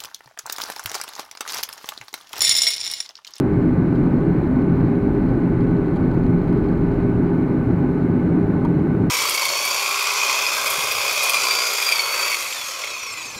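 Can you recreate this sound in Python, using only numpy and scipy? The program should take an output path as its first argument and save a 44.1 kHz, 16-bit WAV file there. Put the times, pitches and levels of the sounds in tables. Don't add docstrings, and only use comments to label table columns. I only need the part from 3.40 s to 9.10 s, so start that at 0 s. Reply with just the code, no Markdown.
import sys
import numpy as np
from scipy import signal
from scipy.io import wavfile
from scipy.ndimage import uniform_filter1d

SR = 44100
rng = np.random.default_rng(int(sys.argv[2]) if len(sys.argv) > 2 else 0)


def field_ratio(decibels):
    return 10 ** (np.asarray(decibels, dtype=float) / 20)


def output_pcm(signal):
    pcm = np.clip(np.atleast_2d(signal).T, -1, 1) * 32767
    wavfile.write(sys.argv[1], SR, np.round(pcm).astype(np.int16))


N = 251370

# pitch_hz, level_db (before the softness of the contact), t60_s
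CASE_MODES = [(930, 31, .055), (1200, 25, .04), (1900, 11, .015), (3200, 5, .016), (3950, -1, .017),
              (4250, -1, .017), (4850, -3.5, .017), (5700, -11, .008), (6600, 0, .01), (7600, -4, .008),
              (8700, -3, .007), (10000, -4, .009), (11300, 1, .014), (12300, 0, .009)]


def evened(x):
    return x / np.sqrt(np.mean(x ** 2) + 1e-20)


def curve(rows):
    return np.interp(np.arange(N) / SR, *np.transpose(rows))


def wander(top_hz):
    t = np.arange(0, N + 64, 64) / SR
    slow = 0
    for hz in top_hz * np.geomspace(.1, 1, num=16):
        slow = slow + np.sin(2 * np.pi * (hz * t + rng.random())) / np.sqrt(hz)
    return np.interp(np.arange(N) / SR, t, evened(slow))


def noise(colour, bumps=(), patchy_db=0., size=4096):
    hz = np.fft.rfftfreq(size, 1 / SR)
    colour_hz, colour_db = np.transpose(colour)
    shape_db = np.interp(np.log(hz + 1), np.log(colour_hz + 1), colour_db)
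    for centre_hz, width_hz, peak_db in bumps:
        shape_db = shape_db + peak_db / (1 + (2 * (hz - centre_hz) / width_hz) ** 2)
    real, imaginary, patches = rng.standard_normal((4 * N // size + 5, len(hz), 3)).T
    patches = uniform_filter1d(patches, size=12, axis=0)
    patches = evened(uniform_filter1d(patches, size=6, axis=1))
    spectra = (real + 1j * imaginary) * field_ratio(shape_db[:, None] + patchy_db * patches)
    return evened(signal.istft(spectra, nperseg=size, noverlap=3 * size // 4)[1][:N])


def tone(hz, waver_hz, orders, flutter_db):
    turns = np.cumsum(hz + waver_hz * wander(2.5)) / SR
    out = 0
    for multiple, rms_db in orders:
        peak = np.sqrt(2) * field_ratio(rms_db + flutter_db * wander(2.4))
        out = out + peak * np.sin(2 * np.pi * (multiple * turns + rng.random()))
    return out


def microphone_hiss():
    # (per Hz, relative)
    hiss_colour = [(1000, -18), (4000, -0.5), (6500, -3), (9000, -4.5), (14500, -5.5), (15200, -6),
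                   (15700, -13)]
    return field_ratio(-67) * noise(hiss_colour, size=1024)


def airflow():
    # (per Hz, relative)
    roar_colour = [(32, -37.5), (68, -17.5), (80, -7.5), (103, -8), (126, -1), (140, -3.5), (175, -2),
                   (190, -4.5), (205, -5.5), (218, -8.5), (255, 0.5), (275, -5.5), (295, -3), (345, -7),
                   (360, -11), (375, -8.5), (395, -12), (412, -12), (430, -15.5), (467, -23), (700, -29),
                   (1500, -95)]
    # (per Hz, relative)
    rush_colour = [(260, -36), (450, -1), (600, -3.5), (720, -8.5), (930, -7.5), (1150, -8.5),
                   (1400, -13.5), (1700, -16.5), (1950, -20), (2500, -25.5), (2850, -31.5), (3150, -38),
                   (3600, -38.5), (4550, -44.5), (5200, -54.5), (7000, -79.5)]
    # pitch_hz, width_hz, peak_db
    trim = [(802.4, 69, 8), (1526, 31, 9.5), (2190, 300, 5.5), (2960, 74, 3), (3970, 320, 5),
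            (4210, 270, 5), (4850, 330, 2.5)]
    start_db, fall_db_per_s, swell_rms_db = 0.72, 0.29, 0.21
    swell_db = start_db - fall_db_per_s * np.arange(N) / SR + swell_rms_db * wander(1.6)
    roar = field_ratio(-17.5 + swell_db) * noise(roar_colour, size=8192)
    rush = field_ratio(-35 + 0.73 * swell_db) * noise(rush_colour, trim, patchy_db=0.63, size=1024)
    return roar + rush


def machinery():
    engine = 173.11, .03, [(1, -26.6), (2, -40.4)]
    power = 399.76, .02, [(1, -30.4), (3, -61.5), (4, -60.8), (5, -64)]
    motor = 124.93, .015, [(11, -69), (12, -49.7), (14, -63.2), (23, -84), (36, -89)]
    # time_s, gain_db
    power_level = [(0, 2), (.6, -2), (1.3, 1), (2.4, 1), (3.3, -0.5), (4.3, -4.5), (5.1, 1), (5.7, -4)]
    # pitch_hz, waver_hz (rms), level_db (rms), second_harmonic_db (rms)
    fans = [(875.1, .4, -52, -75), (1467.7, .4, -57.5, -76), (1479.5, 1.6, -57, -76),
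            (1765, .3, -63.4, -95), (2117, 3, -66, -95), (2625, 1, -73, -99), (2999, .8, -82, -99)]
    out = tone(*engine, flutter_db=0)
    out += field_ratio(curve(power_level)) * tone(*power, flutter_db=1.68)
    out += tone(*motor, flutter_db=0.5)
    for hz, waver_hz, first_db, second_db in fans:
        out += tone(hz, waver_hz, [(1, first_db), (2, second_db)], flutter_db=0.5)
    return out


def ring(softness_db, detune):
    t = np.arange(1500) / SR
    out = 0
    for (hz, mode_db, t60_s), d in zip(CASE_MODES, detune):
        decay_db = mode_db - abs(softness_db * np.log2(hz / 4200)) - 60 * t / t60_s
        detuned_hz = hz * (1 + hz / 1.8e5 * d)
        out = out + field_ratio(decay_db) * np.sin(2 * np.pi * (detuned_hz * t + d))
    return out * (1 - np.exp(-t / .0003))


def rumble(contact_db):
    # (per Hz, relative)
    shake_colour = [(7, -35.5), (14, -12), (22, -4), (30, -2), (41, -0.5), (47, -1.5), (54, -2.5),
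                    (66, -9.5), (90, -28), (160, -85.5)]
    level_db = -30 + contact_db + 0.5 * wander(3.3)
    return field_ratio(level_db) * noise(shake_colour, size=8192)


def rattle(contact_db):
    impacts = rng.random(N) < 150 / SR
    strength = field_ratio(3 * np.minimum(rng.exponential(1, N), 2.2)) * impacts
    kind = rng.integers(0, 12, N)
    detunes = rng.uniform(-1, 1, (12, len(CASE_MODES)))
    out = 0
    for k, detune in enumerate(detunes):
        out = out + signal.oaconvolve(strength * (kind == k), ring(18, detune))[:N]
    clumps_db = 2.2 * wander(13)
    return field_ratio(-66.5 + 0.77 * contact_db + clumps_db) * evened(out)


def clear_taps():
    # start_s, level_db (gain of the ring), softness_db (per octave), bounces
    taps = [(.2260, -54, 14, 0), (.5548, -49, 10, 1), (.8050, -54, 6, 0), (1.0333, -54, 14, 0),
            (1.2193, -51, 14, 0), (1.3665, -57, 3, 0), (1.4092, -49, 12, 0), (1.4665, -54, 14, 1),
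            (1.5543, -53, 14, 0), (1.7498, -54, 8, 0), (2.2065, -49, 14, 1), (2.3674, -53, 14, 0),
            (2.5608, -48, 8, 0), (2.5682, -49, 8, 0), (2.7142, -52, 9, 0), (2.7384, -53, 12, 0),
            (2.7458, -55, 4, 0), (2.8362, -51, 14, 0), (2.8650, -50, 12, 0), (2.8997, -56, 4, 0),
            (3.0815, -54, 6, 0), (3.1274, -53, 4, 0), (3.1766, -52, 14, 0), (3.2403, -52, 14, 0),
            (3.2582, -53, 14, 0), (3.2864, -53, 14, 0), (3.3745, -53, 8, 0), (3.4081, -53, 14, 0),
            (3.5168, -51, 12, 0), (5.2490, -52, 0, 3), (5.2513, -47, 11, 0), (5.2588, -57, 12, 0),
            (5.3950, -53, 12, 0)]
    gap_s, bounce_db, softer_db = .0031, -1.5, 2.5
    out = np.zeros(N)
    for start_s, level_db, softness_db, bounces in taps:
        detunes = rng.uniform(-1, 1, (bounces + 1, len(CASE_MODES)))
        for k, detune in enumerate(detunes):
            at = round((start_s + k * gap_s) * SR)
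            out[at:at + 1500] += field_ratio(level_db + k * bounce_db) * ring(softness_db + k * softer_db, detune)
    return out


def camera_on_wall():
    # time_s, contact_db
    contact = [(0, -2.5), (1.2, -1.5), (3.55, 1.5), (3.85, -2.5), (5.7, -10)]
    contact_db = curve(contact)
    return rumble(contact_db) + rattle(contact_db) + clear_taps()


def scene():
    return (airflow() + machinery() + camera_on_wall())[None]


def top_cut(x):
    return signal.sosfilt(signal.butter(12, 15720, fs=SR, output="sos"), x)


def record(dry):
    mix = dry + microphone_hiss()
    return top_cut(mix)


dry = scene()
out = record(dry)
output_pcm(out)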